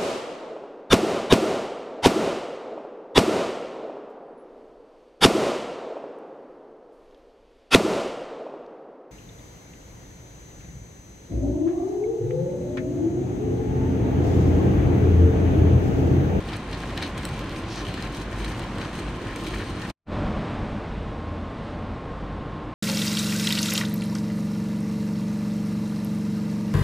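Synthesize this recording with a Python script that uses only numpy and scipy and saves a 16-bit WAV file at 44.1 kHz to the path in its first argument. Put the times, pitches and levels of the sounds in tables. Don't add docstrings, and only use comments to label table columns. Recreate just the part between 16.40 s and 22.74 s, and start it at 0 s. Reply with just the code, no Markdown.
import sys
import numpy as np
from scipy import signal
from scipy.fft import rfft, irfft, next_fast_len
from scipy.io import wavfile
from scipy.ndimage import uniform_filter1d

SR = 44100
rng = np.random.default_rng(int(sys.argv[2]) if len(sys.argv) > 2 else 0)


def dump_mix(stems):
    frames = np.atleast_2d(stems).T
    limited = np.clip(frames, -1, 1)
    pcm = np.round(limited * 32767).astype(np.int16)
    wavfile.write(sys.argv[1], SR, pcm)


N = 279594

TIME = np.arange(N) / SR
# f/Hz, level/dB
CRUMB_COLOUR = [(800, -8), (3000, -4.5), (5000, 2), (7000, 0), (9000, -6), (10800, -9.5), (13000, -12.5),
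                (15700, -19.5)]
# f/Hz, level/dB
SPLIT_COLOUR = [(300, -22), (900, -4), (1600, 3), (2700, 5.5), (3750, 4.5), (4900, 3.5), (6200, -6),
                (8500, -19), (15000, -39.5)]


def grinder():
    # f/Hz, level/dB
    left_over_right = [(500, -0.5), (1200, 3), (3000, 2.5), (5000, 0), (8000, -2), (12000, -4)]
    sound = bean_crunch() * empty_burrs() + bean_snaps() + handle_knock() + rasps()
    return filtered(sound, lambda f: undb(spectrum_db(left_over_right, f) * np.array([[.5], [-.5]])))


def bean_crunch(uneven_db=2.0, jolt_db=3.0):
    # t/s, coarse crunch/dB, fine crackle/dB, half length/s
    pushes = [(0.003, -46, -49, 0.022), (0.127, -40.5, -55, 0.035), (0.48, -43.5, -48.5, 0.084),
              (0.645, -42.5, -54, 0.031), (0.818, -45.5, -56, 0.042), (0.975, -40.5, -48.5, 0.04),
              (1.165, -47, -53, 0.046), (1.534, -44, -52.5, 0.15), (1.8, -44.5, -51.5, 0.05),
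              (2.09, -44, -48.5, 0.11), (2.56, -44.5, -50, 0.046), (3.054, -40.5, -46, 0.099),
              (3.472, -45, -47.5, 0.056)]
    # t/s, low crunch/dB, splinters/dB, half length/s
    wedged_beans = [(0.135, -35.5, -43, 0.02), (0.348, -39, -41, 0.017), (0.45, -36, -50, 0.019),
                    (0.512, -44, -51, .025), (0.588, -35, -42, 0.014), (0.635, -38, -38, 0.024),
                    (0.98, -45, -46, .02), (1.40, -39, -43, .025), (1.472, -50, -45, 0.018),
                    (1.595, -38, -43, .02), (1.655, -41, -46, 0.014), (1.94, -40, -49, 0.023),
                    (2.01, -46, -47, 0.028), (2.107, -39.5, -41, 0.037), (2.445, -40, -42, 0.03),
                    (2.636, -47, -53, 0.022), (2.913, -39, -48, 0.044), (3.145, -36.5, -55, 0.016),
                    (3.212, -38, -47, 0.016), (3.285, -46, -50, 0.014), (3.445, -37.5, -46, 0.027)]
    # f/Hz, level/dB
    wedged_colour = [(300, -23.5), (800, -5), (1300, -2.5), (1650, -0.5), (2100, -6.5), (3000, -16.5),
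                     (10000, -60)]
    chunk_colour = [(300, -26), (900, -15.5), (1600, -9.5), (2400, 0.5), (4200, -3.5), (5200, -12),
                    (7000, -20), (15000, -46)]
    body_colour = [(60, -26.5), (170, -2.5), (260, -3.5), (345, 2), (420, -10.5), (800, -18), (2000, -31),
                   (10000, -65)]
    coarse_db = swells([(s, db, half_s) for s, db, _, half_s in pushes], rest_db=-48)
    fine_db = swells([(s, db, half_s) for s, _, db, half_s in pushes], rest_db=-56)
    crush_db = swells([(s, db, half_s) for s, db, _, half_s in wedged_beans], rest_db=-48.5)
    splinter_db = swells([(s, db, half_s) for s, _, db, half_s in wedged_beans], rest_db=-np.inf)
    bite = unit(undb(uneven_db * np.tanh(walk(27.97)) + jolt_db * np.tanh(walk(110))))
    wedged = balcony(bite * fractures(900, spread_db=1.5), echo_db=-13.5)
    splinters = balcony(bite * fractures(700, spread_db=5.0), echo_db=-2.5)
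    chunks = balcony(bite * fractures(800, spread_db=1.0), echo_db=-3.0)
    crumbs = balcony(bite * fractures(380, spread_db=3.8), echo_db=2.0)
    knocks = bite * fractures(700, spread_db=1.1)
    return (unit(metal_shell(colour(wedged, wedged_colour))) * undb(crush_db - 0.5)
            + unit(metal_shell(colour(splinters, SPLIT_COLOUR))) * undb(splinter_db - 2.0)
            + unit(metal_shell(colour(chunks, chunk_colour))) * undb(coarse_db)
            + unit(metal_shell(colour(crumbs, CRUMB_COLOUR))) * undb(fine_db)
            + unit(colour(knocks, body_colour)) * undb(0.33 * coarse_db - 21.5))


def fractures(per_second, spread_db):
    hits = rng.random(N) < per_second / SR
    sizes = undb(spread_db * np.minimum(rng.exponential(size=N), 3))
    return unit(hits * sizes * rng.choice([-1, 1], N))


def empty_burrs():
    # t/s, level change/dB, half length/s
    lulls = [(0.235, -4, 0.04), (0.735, -17, .022), (0.92, -4, 0.013), (1.223, -3, 0.017), (2.32, -4, .04),
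             (2.8, -2, 0.04)]
    return undb(sum(db * bell_in_time(s, half_s) for s, db, half_s in lulls))


def bean_snaps(crumble_s=0.022, spurt_db=6.0, ping_decay_cycles=5.0):
    # t/s, strength/dB, thud boost/dB, time to split/s, ping/Hz, ping/dB, crumbling/dB
    snapping_beans = [(0.087, -39.5, 11, .001, 3970, -27, -19), (0.132, -33.5, 9, .0018, 3430, -29, -13),
                      (0.1613, -29, -10, .0009, 9700, -40, -17), (0.167, -25, -12, .0008, 8000, -44, -16),
                      (0.3122, -34, 0, .001, 9500, -39, -13), (0.326, -31, 6.5, .0016, 3920, -41, -4),
                      (0.402, -31, 4, .0008, 4470, -36, -16), (0.575, -22.5, 4.5, .0009, 3920, -21, -13.5),
                      (0.606, -37, 6, .0008, 2840, -31, -17.5), (0.6205, -31, 8, .0016, 2300, -32.5, -14),
                      (0.6243, -25, 9.5, .0013, 3740, -17.5, -12), (0.646, -39, 10, .001, 3900, -32, -16),
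                      (0.662, -37.5, 10, .0014, 4300, -33, -20.5), (0.7755, -23, -2, .0025, 6100, -42, -13),
                      (0.8884, -30, 2, .001, 4100, -38, -16), (0.99, -24.5, -5, .001, 4100, -41, -20),
                      (1.093, -29, -1, .0009, 3080, -33, -16), (1.1149, -33, -1, .0007, 4040, -36, -18),
                      (1.1606, -30, 6.5, .0013, 3180, -40, -18), (1.358, -38, 4, .001, 8200, -31, -16.5),
                      (1.4501, -40, 8, .0008, 3010, -28, -19), (1.466, -38, 10.5, .0009, 3140, -23.5, -18),
                      (1.4855, -38, 8, .001, 3200, -33, -20), (1.5396, -28, 2.5, .001, 4030, -36, -20),
                      (1.623, -24.5, -1, .0009, 4060, -26, -15), (1.746, -34.5, 8.5, .0012, 2860, -33, -18),
                      (1.8133, -37, 4, .001, 4100, -40, -18), (1.9265, -38, 9.5, .001, 3000, -38, -15),
                      (2.044, -23, 0, .0014, 4300, -29, -12), (2.0792, -31, 2, .001, 4100, -40, -16),
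                      (2.146, -34, 1, .0009, 2900, -31, -20), (2.193, -23, -5, .0008, 3100, -38, -8),
                      (2.382, -33, 3, .001, 8200, -35, -16), (2.4116, -35, 10, .0015, 2960, -36, -16),
                      (2.537, -37, 2, .0014, 4200, -40, -14), (2.8804, -46, 7, .001, 3000, -35, -16),
                      (2.9588, -22.5, -4, .0015, 2720, -36, -16), (3.036, -29, -8, .0009, 9400, -39, -16),
                      (3.043, -25.5, -4, .0012, 2870, -39, -16), (3.0649, -29, -1, .001, 3070, -37, -16),
                      (3.0848, -27, -11, .001, 8700, -42, -16), (3.1388, -39, 1, .0014, 3970, -37, -16),
                      (3.4171, -30, 4, .001, 4200, -38, -16), (3.4987, -32, 5, .001, 4600, -31, -13)]
    t = TIME[:SR // 12]
    ticks, thuds, pings = np.zeros((3, N))
    spurts = unit(undb(spurt_db * np.tanh(walk(400))))
    for s, db, thud_db, split_s, ping_hz, ping_db, crumble_db in snapping_beans:
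        start = int((s + .0007) * SR)
        span = slice(start, start + len(t))
        cracks = rng.standard_normal(len(t))
        split = cracks * t / split_s * np.exp(1 - t / split_s)
        crumble = cracks * spurts[span] * np.exp(-t / crumble_s) * (t > split_s)
        size = 4 * undb(db) / np.sqrt(np.sum(split ** 2))
        ticks[span] += size * undb(-3) * split
        thuds[span] += size * undb(thud_db - 1.5) * (split + undb(crumble_db) * crumble)
        cycles = np.maximum(t - split_s, 0) * ping_hz
        pings[span] += undb(ping_db) * np.sin(2 * np.pi * cycles) * np.exp(-cycles / ping_decay_cycles)
    sharp = colour(balcony(ticks, echo_db=-11), CRUMB_COLOUR)
    dull = colour(balcony(thuds, echo_db=-3.5), SPLIT_COLOUR)
    return pings + metal_shell(sharp + dull)


def metal_shell(cracks, swing_db=6.5):
    # f/Hz, width/Hz, level against the bare crack/dB
    shell_tones = [(1835, 55, 0), (2360, 120, 0), (3090, 200, -3), (3920, 105, -1), (4220, 120, 0),
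                   (6300, 230, -0.5), (7880, 160, -7), (8430, 140, 3), (8670, 170, 7.5), (9530, 630, 0),
                   (12070, 420, 0.5)]
    out = cracks
    for tones in shell_tones[0::2], shell_tones[1::2]:
        ring = signal.oaconvolve(cracks, ringing(tones)[None], axes=1)[:, :N]
        out = out + ring * undb(swing_db * np.tanh(walk(18)))
    return out


def handle_knock(at_s=0.8528, level_db=-22, rattle_s=0.03, rattle_db=-20):
    # f/Hz, width/Hz, level/dB
    handle_tones = [(2020, 240, -7), (3050, 220, -5), (4150, 280, -0.5), (5550, 260, -6), (7940, 340, 0),
                    (8600, 650, -2.5), (12000, 500, -14)]
    t = TIME[:SR // 20]
    knock = sum(undb(db) * np.sin(2 * np.pi * hz * t) * np.exp(-np.pi * width * t)
                for hz, width, db in handle_tones)
    shaking = rng.standard_normal((2, len(t)))
    ring = unit(signal.fftconvolve(shaking, ringing(handle_tones)[None], axes=1)[:, :len(t)])
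    rattle = undb(rattle_db) * ring * np.exp(-t / rattle_s)
    start, out = int(at_s * SR), np.zeros((2, N))
    out[:, start:start + len(t)] = undb(level_db) * (knock + rattle)
    return out


def rasps(width_share=0.068, bend_s=0.00008):
    # t/s, half length/s, ring/Hz, ring/dB, rasp/dB
    rasp_rows = [(1.352, 0.049, 5670, -50, -39.5), (2.62, 0.06, 8750, -62, -63), (3.0, .03, 1800, -47, -62),
                 (3.25, 0.12, 4170, -53, -54), (3.296, .16, 8770, -61, -67)]
    # f/Hz, level/dB
    rasp_colour = [(1200, -19), (2600, -3), (3500, 1), (4100, 1), (4700, 0), (5700, -3), (6600, -4),
                   (7500, -15), (9000, -15), (15000, -42)]
    slips = balcony(fractures(2500, spread_db=4.0), echo_db=-6) * undb(0.5 * walk(60))
    rasp = unit(colour(slips, rasp_colour))
    fits = unit(undb(np.tanh(walk(45))))
    bent_samples = (TIME + bend_s * walk(25)) * SR
    out = 0
    for s, half_s, hz, ring_db, rasp_db in rasp_rows:
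        peak = signal.iirpeak(hz, 1 / width_share, fs=SR)
        ring = signal.lfilter(*peak, signal.lfilter(*peak, slips))
        ring = fits * unit(np.array([np.interp(bent_samples, np.arange(N), side) for side in ring]))
        out = out + (undb(ring_db) * ring + undb(rasp_db) * rasp) * np.sqrt(bell_in_time(s, half_s))
    return out


def balcony(clicks, echo_db, near_s=0.0097, far_s=0.0074):
    t = TIME[:SR // 8]
    decay = np.exp(-t / near_s) / near_s + 0.33 * np.exp(-t / far_s) / far_s
    energy = signal.fftconvolve(clicks ** 2, decay / decay.sum())[:N]
    scattered = np.sqrt(np.abs(energy)) * rng.standard_normal((2, N))
    direct = filtered(clicks, lambda f: np.exp(1j * 0.31 * np.tanh(f / 1800) * np.array([[-.5], [.5]])))
    return direct + undb(echo_db) * scattered


def wind(buffet_db=4.5):
    # t/s, level/dB, half length/s
    gust_times = [(3.76, -33, .04), (3.855, -28.5, 0.047), (3.97, -28, 0.028), (4.21, -31, 0.04),
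                  (4.34, -34, .06)]
    # f/Hz, level/dB
    thump_colour = [(15, -11.5), (40, -6), (90, -0.5), (170, -3), (260, -10), (600, -27), (3000, -64),
                    (15000, -120)]
    swirls = colour(rng.standard_normal(N), thump_colour) * undb(buffet_db * walk(45))
    return unit(swirls) * undb(swells(gust_times, rest_db=-48))


def heavy_vehicle():
    # f/Hz, width/Hz, level/dB
    drone_tones = [(30, 33, -10.5), (49, 11, -9), (86.7, 27, -3), (103, 12, -3.5), (157, 45, -4),
                   (207.6, 30, -2), (303.3, 30, -8), (470, 61, -20.5), (591, 46, -6.5), (744, 19, -16),
                   (1176, 23, -19)]
    # t/s, level/dB
    drone_levels = [(3.7, -28), (3.87, -30), (4.08, -35.5), (4.33, -32.5), (4.6, -42), (5.4, -36.5),
                    (6.3, -55)]
    drone = unit(sum(undb(db) * hum(hz, width) for hz, width, db in drone_tones))
    return drone * undb(curves(drone_levels)[0])


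def settling_street(nearest_s=4.11, rumble_settle_s=0.4, rush_settle_s=1.15, split_hz=1100):
    # f/Hz, level/dB
    town_colour = [(12, -23), (28, -9), (65, -19.5), (110, -11), (215, -10.5), (370, -16.5), (620, -18),
                   (1100, -20), (1600, -24.5), (3600, -33), (7000, -50), (9000, -52.5), (11000, -69),
                   (14000, -90)]
    since_nearest = np.maximum(TIME - nearest_s, 0)
    rumble_db = -33.3 + 5 * np.exp(-since_nearest / rumble_settle_s)
    rush_db = -43.5 + 9 * np.exp(-since_nearest / rush_settle_s)
    rush_db += 2.6 * bell_in_time(at_s=5.27, half_s=0.1)
    air = town(town_colour, swell_db=0.4, flicker_db=0.2)
    rumble = filtered(air, lambda f: 1 / (1 + (f / split_hz) ** 2))
    return rumble * undb(rumble_db) + (air - rumble) * undb(rush_db)


def steady_street(town_db=-31.0, side_db=-47.5):
    # f/Hz, level/dB
    town_colour = [(12, -13.5), (28, -8), (68, -3), (110, 0), (140, -1), (220, -1.5), (420, -9),
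                   (1050, -13.5), (1500, -16.5), (3000, -23.5), (5000, -34.5), (9000, -44), (11000, -57),
                   (15000, -62)]
    side_colour = [(25, 1.5), (70, -1.5), (140, -14.5), (300, 5.0), (1100, 6.5), (2500, 3.0),
                   (9000, -13.5), (15000, -38.5)]
    side = unit(colour(rng.standard_normal(N), side_colour)) * np.array([[1], [-1]])
    return undb(town_db) * town(town_colour, swell_db=1.0, flicker_db=0.95) + undb(side_db) * side


def town(points, swell_db, flicker_db):
    noise = colour(rng.standard_normal(N), points)
    swell, out = walk(2.26), 0
    for octave in range(4, 15):
        band = filtered(noise, lambda f: np.maximum(1 - abs(np.log2(f) - octave), 0))
        out = out + band * undb(swell_db * swell + flicker_db * walk(15))
    return unit(out)


def fan_whine(waver_hz=2.34, flutter_db=2.0):
    # t/s, f/Hz, level/dB
    whine_course = [(4.4, 1062, -66), (4.63, 1072, -57), (4.7, 1070, -47.5), (5.18, 1067, -48.5),
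                    (5.26, 1069, -54), (5.34, 1074, -51), (5.65, 1071, -47), (5.85, 1071, -49),
                    (6.1, 1068, -45), (6.33, 1060, -45)]
    hz, db = curves(whine_course)
    phase = 2 * np.pi * np.cumsum(hz + waver_hz * walk(25)) / SR
    return unit(np.sin(phase) * undb(flutter_db * walk(25))) * undb(db)


def fan_hum():
    # f/Hz, width/Hz, level in the first scene/dB, level in the second/dB
    fan_tones = [(49.7, 7.9, -35.5, -38.5), (84.4, 6.7, -47, -39), (109.4, 18, -40, -46.5),
                 (300.5, 17.8, -44.5, -49), (465, 39, -50, -49.5), (1050, 68, -46, -68)]
    first = second = 0
    for hz, width, first_db, second_db in fan_tones:
        tone = hum(hz, width)
        first = first + undb(first_db) * tone
        second = second + undb(second_db) * tone
    return first, second


def hum(hz, width):
    return unit(filtered(rng.standard_normal(N), lambda f: resonance(f, hz, 1.01 * width) ** 2))


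def resonance(f, hz, width):
    return 1 / (1 + 1j * (f / hz - hz / f) * hz / width)


def ringing(tones):
    t = TIME[:SR // 20]
    ring = sum(undb(db) * 2 * np.pi * width / SR * np.cos(2 * np.pi * hz * t)
               * np.exp(-np.pi * width * t) for hz, width, db in tones)
    return ring * np.where(t > 0, 1, .5)


def colour(x, points):
    def response(f):
        cepstrum = irfft(np.log(undb(spectrum_db(points, f))))
        cepstrum[1:len(f) - 1] *= 2
        cepstrum[len(f):] = 0
        return np.exp(rfft(cepstrum))
    return filtered(x, response)


def filtered(x, response):
    size = next_fast_len(N + SR // 4, True)
    size += size % 2
    return irfft(rfft(x, size) * response(np.maximum(np.fft.rfftfreq(size, 1 / SR), 1)), size)[..., :N]


def spectrum_db(points, hz):
    f, db = np.transpose(points)
    return np.interp(np.log(hz), np.log(f), db)


def walk(per_second):
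    hold = int(SR / per_second)
    steps = np.repeat(rng.standard_normal(N // hold + 1), hold)
    return unit(uniform_filter1d(uniform_filter1d(steps, hold), hold)[:N])


def swells(table, rest_db):
    power = sum(undb(db) ** 2 * bell_in_time(s, half_s) for s, db, half_s in table)
    return 10 * np.log10(power + undb(rest_db) ** 2)


def bell_in_time(at_s, half_s):
    return np.exp(-((TIME - at_s) / half_s) ** 2)


def curves(table):
    s, *columns = np.transpose(table)
    return [np.interp(TIME, s, c) for c in columns]


def undb(db):
    return 10 ** (np.asarray(db) / 20)


def unit(x):
    return x / np.sqrt(np.mean(x ** 2))


def scene():
    # t/s, level/dB
    first_fade = [(3.508, -2.5), (3.522, -39.5), (3.56, -79), (3.66, -66), (3.7, -120)]
    second_fade = [(3.5, -89.5), (3.58, -73), (3.65, -62), (3.672, -18), (3.688, -10.5), (3.73, -1)]
    grinding = grinder() + steady_street()
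    resting = settling_street() + heavy_vehicle() + wind() + fan_whine()
    first_fans, second_fans = fan_hum()
    return ((grinding + first_fans) * undb(curves(first_fade)[0])
            + (resting + second_fans) * undb(curves(second_fade)[0]))


def record(dry):
    return signal.sosfilt(signal.ellip(10, .1, 80, 15600, fs=SR, output="sos"), dry)


dry = scene()
out = record(dry)
dump_mix(out)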